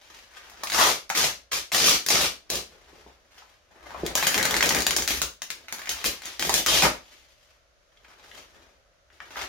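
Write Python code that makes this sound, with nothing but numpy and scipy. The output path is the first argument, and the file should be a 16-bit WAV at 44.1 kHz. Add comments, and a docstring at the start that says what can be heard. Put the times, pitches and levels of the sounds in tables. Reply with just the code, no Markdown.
"""In a small, quiet room with a wooden floor, shiny coated fabric is ripped apart by hand.
Rips and seams: dense random thread clicks filtered by the taut sheet. Snaps: single millisecond noise bursts.
Folds flick as short band-passed pops; loose cloth rustles as clumped clicks.
Two faint soft knocks and a boot thud are decaying sines; low floor boom follows the pulls.
Reflections, standing waves and steady air noise make the room."""
import sys
import numpy as np
from scipy import signal
from scipy.fft import rfft, irfft
from scipy.io import wavfile
from scipy.ndimage import map_coordinates

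SR = 44100
rng = np.random.default_rng(int(sys.argv[2]) if len(sys.argv) > 2 else 0)


def transcribe(signal):
    """Save signal, clipped to [-1, 1], as a 16-bit WAV file at the path in sys.argv[1]."""
    frames = np.atleast_2d(signal).T
    limited = np.clip(frames, -1, 1)
    pcm = np.round(limited * 32767).astype(np.int16)
    wavfile.write(sys.argv[1], SR, pcm)


N = 418068
TIME_S = np.arange(N) / SR

# Levels in the tables are relative; the layers apply further gains.
# room noise spectrum: freq_hz, level_db
AIR_SPECTRUM = [(12, -42), (20, 2), (65, -3), (124, -14.5), (224, -23), (440, -17), (599, -6.5),
                (863, -21.5), (1320, -13.5), (2440, -20), (6170, -22.5), (8170, -35), (9670, -34),
                (14700, -42.5), (16500, -55.5)]
# decay of the reflections: freq_hz, t60_s
ROOM_DECAY = [(100, 0.23), (260, 0.31), (700, 0.26), (1840, 0.27), (4850, 0.28), (12800, 0.23)]
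# likeness of the reverberant sound and air, left to right: freq_hz, likeness_0_to_1
LEFT_RIGHT_LIKENESS = [(60, 0.68), (300, 0.65), (600, 0.49), (1200, 0), (4000, 0.0067), (14000, 0)]
# standing waves of the room: freq_hz, width_hz, gain_db
STANDING_WAVES = [(62, 1.7, 0.5), (182.3, 18, -9.5), (544, 65, -12.5)]
# microphone colour: freq_hz, gain_db
MICROPHONE = [(20, -11.5), (42, 1.5), (5200, -1), (6800, 1), (7900, -3), (10000, 0), (16000, 0)]
# two faint soft knocks, then a boot thud: start_s, level_db
KNOCKS_AND_THUD = [(2.93, -44.5), (3.063, -41), (4.034, -16)]
# modes of the floorboards: freq_hz, level_db, t60_s
FLOORBOARDS = [(66, -26, 0.14), (191, -6.5, 0.033), (388, 10.5, 0.014), (498, -7, 0.016)]
# loose cloth sliding and creasing: fastest_s, build_s, fade_s, creases_db, rasp_re_creases_db,
# flutter_re_creases_db
RUSTLES = [(0.2, 0.44, 0.071, -49.5, -5, -13), (0.38, 0.08, 0.22, -47, 0, -12),
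           (0.6, 0.099, 0.12, -51.5, -1, -2), (2.72, 0.13, 0.18, -60.5, -1, 1.5),
           (2.98, 0.42, 0.21, -55.5, -2, -1.5), (3.37, 0.067, 0.19, -54.5, -2.5, -10.5),
           (3.93, 0.093, 0.18, -47, 7, -4.5), (4.08, 0.14, 0.06, -42, -1.5, 6),
           (5.56, .04, 0.2, -52.5, -6, -4.5), (5.98, 0.073, 0.19, -37.5, -6.5, -17),
           (6.27, 0.033, 0.066, -33.5, -8.5, -14), (7.11, 0.17, 0.15, -51.5, -9.5, -13),
           (7.41, 0.15, 0.091, -58.5, -11, -20), (7.52, 0.068, 0.044, -59.5, -2, -13),
           (8.151, 0.14, 0.34, -63.5, 7, -1.5), (8.39, 0.23, 0.086, -48.5, -5.5, -6),
           (8.559, 0.057, 0.15, -55.5, -0.5, 0.5), (9.12, 0.022, 0.16, -60, -6, -6),
           (9.23, 0.034, 0.19, -54, 2, -0.5), (9.409, 0.065, 0.03, -34, -1, -8.5)]
# spectrum of creasing cloth: freq_hz, level_db
CREASING_SPECTRUM = [(35, -32.5), (60, -4.5), (140, -15), (384, -3.5), (432, -3.5), (777, -5), (854, -5),
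                     (1610, -5), (6010, -14), (7960, -22), (15000, -27.5), (16500, -42.5)]
# folds flicking over or jerking taut: start_s, level_db, centre_hz
FLICKS = [(0.344, -40, 2200), (0.634, -16.5, 1007), (1.101, -14.5, 980), (1.746, -15.5, 520),
          (3.064, -36, 894), (3.421, -37, 840), (3.946, -19, 920), (4.155, -14, 770), (6.494, -10.5, 780),
          (7.972, -43.5, 2700), (8.047, -35, 1600), (8.315, -31, 2400), (9.102, -41.5, 1560),
          (9.203, -22.5, 1600), (9.358, -22.5, 1300), (9.371, -19, 1300)]
# stitches and strong threads bursting: start_s, level_db, rasp_re_crack_db
SNAPS = [(0.498, -32, -19), (0.635, -11.5, -16), (0.6714, -16, -6), (0.6995, -13.5, -6), (0.7192, -13, -1),
         (1.0935, -21.5, -12), (1.1005, -12, -4), (1.1505, -15.5, 0), (1.518, -16.5, -6), (1.7185, -14, -1),
         (1.746, -7.5, -1), (1.864, -6.5, -15), (1.893, -3.5, -25), (2.0631, -7.5, -17.5),
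         (2.0856, -3.5, -16), (2.1025, -4.5, -22), (2.501, -7.5, -15), (2.5551, -9.5, -20),
         (4.0637, -13.5, -7), (4.153, -2.5, -15), (4.1787, -17, -14), (4.2258, -15, 6.5),
         (4.2665, -12.5, -8), (4.343, -7.5, -1.5), (4.378, -8, -5.5), (4.4277, -7, -7.5), (4.4531, -5, -7),
         (4.5089, -8.5, -5), (4.5416, -11.5, 0), (4.566, -5.5, -9), (4.6073, -8.5, -2.5), (4.626, -4, -2.5),
         (4.6587, -6.5, -19), (4.691, -3.5, -17), (4.7067, -14.5, 4.5), (4.723, -13, -11),
         (4.7474, -6.5, -7.5), (4.7656, -16.5, 3.5), (4.7874, -11, -18), (4.805, -11, -9),
         (4.8204, -11, -7.5), (4.8663, -2.5, -7.5), (4.9075, -6.5, -6), (4.9641, -1, -14),
         (5.022, -10.5, -10), (5.0766, -6, -11), (5.105, -22, -14), (5.2167, -3.5, -10), (5.4193, -15, -8),
         (5.503, -15, -4), (5.683, -30, 4), (5.7248, -13.5, -8), (5.7842, -28.5, 1), (5.817, -30, 4),
         (5.857, -24, -6), (5.8717, -26.5, 5.5), (5.892, -6, -15.5), (6.0421, -11, -1.5),
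         (6.2194, -28, 1.5), (6.255, -18, -18.5), (6.3947, -10.5, -9.5), (6.4242, -11.5, 0.5),
         (6.494, -5.5, -7), (6.5399, -0.5, -15), (6.662, -4, -8.5), (6.822, -4, -3.5), (6.8386, -10, -1)]
# spectrum of a bursting stitch: freq_hz, level_db
CRACK_SPECTRUM = [(40, -31), (200, -15.5), (700, -16), (1200, -17), (1600, -12.5), (2150, -8), (2700, -5.5),
                  (3900, 3.5), (6400, 4.5), (8200, -2), (15000, -6.5)]
# slow tears along a seam: start_s, length_s, threads_db, rasp_re_threads_db, flutter_re_threads_db,
# floor_boom_db
SEAMS = [(4.159, 0.19, -24.5, -4, -15, -54), (4.342, 0.26, -27.5, 1, -2.5, -46),
         (4.624, 0.18, -29, -2, -2, -44), (4.875, 0.063, -31.5, -20, -2.5, -45.5),
         (4.963, 0.068, -28.5, -2, -7.5, -45), (5.078, .11, -25.5, -9.5, -16.5, -40.5),
         (5.222, 0.036, -33.5, -20, -8.5, -40), (5.696, 0.23, -45.5, 1, -15, -64),
         (5.896, 0.03, -24, -10, -29.5, -51), (6.037, 0.065, -22, -24, -14, -43),
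         (6.39, 0.17, -25.5, -14, -10, -51), (6.542, 0.051, -16.5, -13.5, -15, -38)]
# spectrum of a seam coming apart: freq_hz, level_db
UNPICKING_SPECTRUM = [(65, -33.5), (110, -4.5), (371, 0.5), (458, -1.5), (519, 0), (973, -5.5),
                      (1080, -5.5), (1680, -2.5), (6420, -8), (8090, -13.5), (15200, -13.5), (16500, -36.5)]
# fast rips across the sheet: start_s, length_s, threads_db, hardest_pull_0_to_1, rasp_re_threads_db,
# flutter_re_threads_db, floor_boom_db
RIPS = [(0.721, 0.21, -19, 0.53, -6, -13.5, -60.5), (1.145, .15, -20, 0.28, -9.5, -13, -53),
        (1.512, 0.089, -24, 0.1, -8, -14.5, -55), (1.717, 0.25, -18, 0.67, -11.5, -14, -56),
        (2.085, 0.19, -19.5, 0.2, -8.5, -11, -51), (2.493, 0.11, -31.5, .15, -10.5, -5, -49.5),
        (6.664, 0.17, -19, 0.53, -10, -11.5, -46.5), (6.818, 0.048, -19.5, 0.25, 1.5, -4, -32)]
# spectrum of the tearing weave: freq_hz, level_db
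TEARING_SPECTRUM = [(24, -37.5), (40, -15.5), (201, -11.5), (245, -10.5), (386, -7), (1060, -4.5),
                    (1170, -1.5), (1580, -3.5), (5870, -4), (7950, -11.5), (14900, -16.5), (16500, -35.5)]
# gliding resonances during the first rip and the last two: time_s, pitch_hz, level_db
GLIDES = [
    [(0.727, 1500, -36), (0.775, 1250, -29.5), (0.83, 1020, -24), (0.88, 780, -39), (0.919, 620, -45)],
    [(6.67, 3100, -32.5), (6.76, 3250, -31), (6.815, 3100, -33), (6.84, 900, -31), (6.9, 620, -37)],
]

AIR_LEVEL_DB = -64
FLUTTER_HZ, RASP_HZ = 750, 2200  # flutter below, rasp between, crack above
EDGE_HZ = 16100  # band limit
# slack before and after a rip's hardest pull; rasp and flutter follow a share of it
RIP_BUILD_DB, RIP_RUN_OUT_DB, RIP_RUN_OUT_POWER, SHEET_FOLLOWS = 9.5, 11.5, 2.2, 0.99
SEAM_SAG_DB = 4.5  # tension lost over one tear
# drop one build before and one fade after the fastest moment; the power rounds the top
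RUSTLE_DEPTH_DB, RUSTLE_POWER = 10.5, 1.09
# the floor lags a tug; moving loose cloth shifts weight in proportion to its flutter
FLOOR_LAG_S, SHIFT_DB = 0.034, -10


def amp(db):
    """Decibels to gain."""
    return 10 ** (np.asarray(db) / 20)


def unit(x):
    """Scales to rms 1."""
    return x / np.sqrt(np.mean(x ** 2) + 1e-20)


def read(points, hz):
    """Joins points by straight lines on a log-frequency axis."""
    f, value = np.transpose(points)
    return np.interp(np.log(hz + 1), np.log(f + 1), value)


def add(mix, start_s, sound):
    """Adds a sound to the mix in place, cut at the end of the mix."""
    part = mix[..., max(round(start_s * SR), 0):][..., :sound.shape[-1]]
    part += sound[..., :part.shape[-1]]


def wander(hz):
    """Random drift of rms 1: noise low-passed near hz."""
    f = np.fft.rfftfreq(N, 1 / SR)
    return unit(irfft(rfft(rng.standard_normal(N)) / (1 + (f / hz) ** 4), N))


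def level(time_s, db):
    """Gain along a dB curve, practically silent outside it."""
    return amp(np.interp(TIME_S, time_s, db, left=-200, right=-200))


def pair(z, hz):
    """Mixes two unrelated spectra to the likeness of diffuse sound at two microphones."""
    same = np.clip(read(LEFT_RIGHT_LIKENESS, hz), -1, 1)
    return np.array([z[0], same * z[0] + np.sqrt(1 - same ** 2) * z[1]])


def shake(x, hz, width_hz):
    """Resonance that follows the pitch hz: shift down to zero, smooth twice, shift back; rms 1."""
    turn = np.exp(2j * np.pi * np.cumsum(hz * np.ones(N)) / SR)
    pole = np.exp(-np.pi * width_hz / SR)
    smooth = signal.lfilter([1], np.poly([pole, pole]), x / turn)
    return unit((turn * smooth).real)


def hollow(x, hz, width):
    """Keeps the band in which a patch of taut cloth sounds; width is a share of hz."""
    edges_hz = np.array([1 / np.sqrt(1 + width), np.sqrt(1 + width)]) * hz
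    return signal.sosfilt(signal.butter(2, edges_hz, "band", fs=SR, output="sos"), x)


def crackle(per_s, spread_db, clump_db, clump_hz, densest=2.1):
    """Random clicks, a few much larger than the rest, in clumps of limited strength; rms 1."""
    sizes = amp(spread_db * np.minimum(rng.exponential(1, N), 4)) * rng.choice([-1, 1], N)
    breaks = rng.random(N) < per_s / SR
    clumps = amp(clump_db * np.minimum(wander(clump_hz), densest))
    return unit(sizes * breaks * clumps)


def strengths(db, rasp_db, flutter_db):
    """Gains of the crack, the rasp and the flutter."""
    return amp([db, db + rasp_db, db + flutter_db])


def sheet(pushes, spectrum, size=4096):
    """The cloth's causal answer to three rows of pushes: crack in the treble, rasp in the middle, flutter below."""
    hz = np.abs(np.fft.fftfreq(size, 1 / SR))
    log_gain = np.log(amp(np.maximum(read(spectrum, hz), -90)))
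    answer = np.exp(np.conj(signal.hilbert(log_gain)))  # minimum phase
    low = 1 / (1 + (hz / FLUTTER_HZ) ** 6)
    middle = 1 / (1 + (hz / RASP_HZ) ** 6)
    shares = np.array([1 - middle, middle - low, low])
    energy = np.mean(shares * abs(answer) ** 2, axis=1, keepdims=True)
    taps = np.fft.fftshift(np.fft.ifft(shares * answer / np.sqrt(energy)).real, axes=1)
    return signal.oaconvolve(pushes, taps, axes=1)[:, size // 2:][:, :N].sum(0)


def held(length_s, rise_s, fall_s):
    """A pull takes hold and lets go: its progress 0-1 and its gain."""
    t = np.arange(0, length_s + 2 * fall_s, 1 / SR)
    grip = np.clip(t / rise_s, 0, 1)
    release = np.clip((length_s - t) / (2 * fall_s) + .5, 0, 1)
    return np.minimum(t / length_s, 1), grip * release


def air():
    """Steady rumble and hiss of the quiet room: shaped stereo noise."""
    hz = np.fft.rfftfreq(N, 1 / SR)
    noise = pair(rfft(rng.standard_normal((2, N))), hz)
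    return amp(AIR_LEVEL_DB) * unit(irfft(noise * amp(read(AIR_SPECTRUM, hz)), N))


def standing_waves(x):
    """The room rings on at a few low pitches."""
    return x + sum(amp(gain_db) * signal.lfilter(*signal.iirpeak(hz, hz / width_hz, SR), x)
                   for hz, width_hz, gain_db in STANDING_WAVES)


def room_answer(onset_s=0.00033):
    """Dense reflections at both microphones, dying band by band; each side has unit energy."""
    size = SR // 2
    taps = rng.choice([-1., 1.], (2, size)) * (rng.random((2, size)) < .2)
    hz, t, z = signal.stft(taps, SR, nperseg=256)
    z = pair(z.transpose(0, 2, 1), hz) * amp(-60 * t[:, None] / read(ROOM_DECAY, hz))
    tail = signal.istft(z.transpose(0, 2, 1), SR, nperseg=256)[1][:, :size]
    tail = tail * np.clip(TIME_S[:size] / onset_s, 0, 1)
    return tail / np.linalg.norm(tail, axis=1, keepdims=True)


def reflections(x, count=8):
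    """Sound leaves now here, now there, fading between places that each have their own reflections."""
    place = np.cumsum(90 + 30 * wander(10)) / SR  # places per second: mean, rms drift
    out = np.zeros((2, N))
    for k in range(count):
        away = abs((place - k) % count - count / 2)
        share = np.cos(np.pi / 2 * np.minimum(away, 1))
        out += signal.oaconvolve((x * share)[None], room_answer(), axes=1)[:, :N]
    return out


def direct(x, lag_s=2.5e-5, sway_s=3e-5, sway_db=-2.0):
    """Straight path: as the tear moves about, the right side drifts in delay and the two sides in level."""
    side = wander(3.3)
    right = map_coordinates(x, [(TIME_S - lag_s - sway_s * side) * SR], order=3)
    return np.array([x, right]) * amp(sway_db / 2 * np.array([side, -side]))


def cloth_motion():
    """Crack, rasp and flutter gains: each move of the loose cloth speeds up, then slows down."""
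    t = np.arange(0, N / SR, .002)
    power = np.zeros((3, len(t)))
    for fastest_s, build_s, fade_s, db, rasp_db, flutter_db in RUSTLES:
        away = np.maximum((fastest_s - t) / build_s, (t - fastest_s) / fade_s)
        swell = amp(-RUSTLE_DEPTH_DB * abs(away) ** RUSTLE_POWER)
        power += np.outer(strengths(db, rasp_db, flutter_db), swell) ** 2
    return np.array([np.interp(TIME_S, t, row) for row in np.sqrt(power)])


def tugs(width_hz=22):
    """Pulls and shifting cloth load the feet; the floor booms, as resonant noise, at the room's lowest note."""
    load = amp(SHIFT_DB) * cloth_motion()[2]
    for start_s, length_s, *_, floor_db in [*RIPS, *SEAMS]:
        add(load, start_s, np.full(round(length_s * SR), amp(floor_db)))
    keep = np.exp(-1 / (FLOOR_LAG_S * SR))
    lagged_load = signal.lfilter([1 - keep], [1, -keep], load)
    boom = shake(rng.standard_normal(N), STANDING_WAVES[0][0], width_hz)
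    return lagged_load * boom * amp(-0.5)


def knocks_and_thud(rise_s=0.0036):
    """Two faint soft knocks, then a boot thud: the same decaying floorboard sines with a soft onset."""
    t, out = np.arange(SR // 2) / SR, np.zeros(N)
    ring = sum(amp(db - 60 * t / t60_s) * np.sin(2 * np.pi * hz * t) for hz, db, t60_s in FLOORBOARDS)
    thud = ring * (1 - np.exp(-t / rise_s))
    for start_s, db in KNOCKS_AND_THUD:
        add(out, start_s, amp(db) * thud / abs(thud).max())
    return out


def rustles():
    """Folds of loose cloth buckle and slide over each other: sparse, uneven clicks."""
    creases = crackle(per_s=1600, spread_db=4.5, clump_db=3.5, clump_hz=61.4)
    return sheet(cloth_motion() * creases * amp([[-1.5], [-1.5], [-3]]), CREASING_SPECTRUM)


def flicks(fade_s=0.0024, size=900):
    """A whole fold buckles at once: a hollow pop, lower for a larger fold."""
    t, out = np.arange(size) / SR, np.zeros(N)
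    for (start_s, db, hz), push in zip(FLICKS, rng.standard_normal((len(FLICKS), size))):
        pop = hollow(push * np.exp(-t / fade_s), hz, width=1.0)
        add(out, start_s, amp(db + 15.5) * pop / np.linalg.norm(pop))
    return out


def seam_effort(rise_s, fall_s):
    """Crack, rasp and flutter gains: a seam gives at full tension, which eases as it opens."""
    out = np.zeros((3, N))
    for start_s, length_s, db, rasp_db, flutter_db, _ in SEAMS:
        done, gate = held(length_s, rise_s, fall_s)
        tension = gate * amp(-SEAM_SAG_DB * done)
        add(out, start_s, np.outer(strengths(db, rasp_db, flutter_db), tension))
    return out


def pops():
    """Between the big snaps, smaller stitches pop at random along the seam: sparse band-passed clicks."""
    rasp = seam_effort(rise_s=0.02, fall_s=.012)[1]
    clicks = crackle(per_s=170, spread_db=12.0, clump_db=-1.5, clump_hz=30)
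    return rasp * amp(-10.5) * unit(hollow(clicks, hz=1900, width=0.43))


def snaps(burst_s=0.00079, fray_s=0.0022, fray_db=-24, flutter_db=-19, flatten=0.33, size=900):
    """A stitch swells and bursts within a millisecond; its last fibres fray on, weaker and longer."""
    t, pushes = np.arange(size) / SR, np.zeros((3, N))
    envelope = t / burst_s * np.exp(1 - t / burst_s) + amp(fray_db) * np.exp(-t / fray_s)
    fibres = rng.standard_normal((len(SNAPS), size)) * envelope
    spectra = rfft(fibres, 2 * size)
    fibres = irfft(spectra / abs(spectra) ** flatten)[:, :size]  # so brief a burst has no strong pitch
    for (start_s, db, rasp_db), snap in zip(SNAPS, fibres):
        add(pushes, start_s, np.outer(strengths(db, rasp_db, flutter_db), snap / np.linalg.norm(snap)))
    return sheet(pushes * amp([[13.5], [22], [14]]), CRACK_SPECTRUM)


def seams():
    """Along a seam the tear creeps: fewer, coarser breaks in clumps."""
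    threads = crackle(per_s=2200, spread_db=4.5, clump_db=6.5, clump_hz=129)
    effort = seam_effort(rise_s=0.011, fall_s=.012)
    return sheet(effort * threads * amp([[-1.5], [-2], [-1]]), UNPICKING_SPECTRUM)


def rip_effort(rise_s=0.0054, fall_s=.01):
    """Crack, rasp and flutter gains: each rip swells to its hardest pull, then runs out ever faster."""
    out = np.zeros((3, N))
    for start_s, length_s, db, hardest, rasp_db, flutter_db, _ in RIPS:
        done, gate = held(length_s, rise_s, fall_s)
        hardest = np.clip(hardest, 0, .95)
        before = np.maximum(hardest - done, 0)
        after = np.maximum(done - hardest, 0) / (1 - hardest)
        slack_db = RIP_BUILD_DB * before + RIP_RUN_OUT_DB * after ** RIP_RUN_OUT_POWER
        swell = amp(-np.outer([1, SHEET_FOLLOWS, SHEET_FOLLOWS], slack_db))
        add(out, start_s, strengths(db, rasp_db, flutter_db)[:, None] * swell * gate)
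    return out


def rips():
    """The tear breaks thousands of threads a second; in three rips they also excite gliding resonances."""
    threads = crackle(per_s=9000, spread_db=2.5, clump_db=5.0, clump_hz=250)
    glides = sum(level(time_s, db) * shake(threads, np.interp(TIME_S, time_s, hz), width_hz=1100)
                 for time_s, hz, db in map(np.transpose, GLIDES))
    return glides + sheet(rip_effort() * threads * amp([[-.7], [-1.5], [-1.3]]), TEARING_SPECTRUM)


def scene():
    """Cloth a little to the left, knocks and thud straight ahead, in the room; snaps beam more straight ahead."""
    cloth = rips() + seams() + rustles()
    cracks = snaps() + flicks() + pops()
    thuds = knocks_and_thud()
    near = direct(cloth * amp(-2.5) + cracks * amp(-3.0)) * amp([[-2.5], [-5]]) + thuds * amp(-1.5)
    far = reflections(cloth + cracks * amp(-4.0) + thuds * amp(-4.5)) * amp([[1.1], [-.8]])
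    return standing_waves(near + far + air()) + tugs()


def record(dry):
    """Microphone colour, a soft ceiling on the peaks, then the band limit."""
    coloured = irfft(rfft(dry) * amp(read(MICROPHONE, np.fft.rfftfreq(N, 1 / SR))), N)
    limited = coloured / (1 + (coloured / .88) ** 6) ** (1 / 6)
    low_pass = signal.firwin(401, EDGE_HZ, window=("kaiser", 8), fs=SR)
    return signal.oaconvolve(limited, low_pass[None], "same")


dry = scene()
out = record(dry)
transcribe(out)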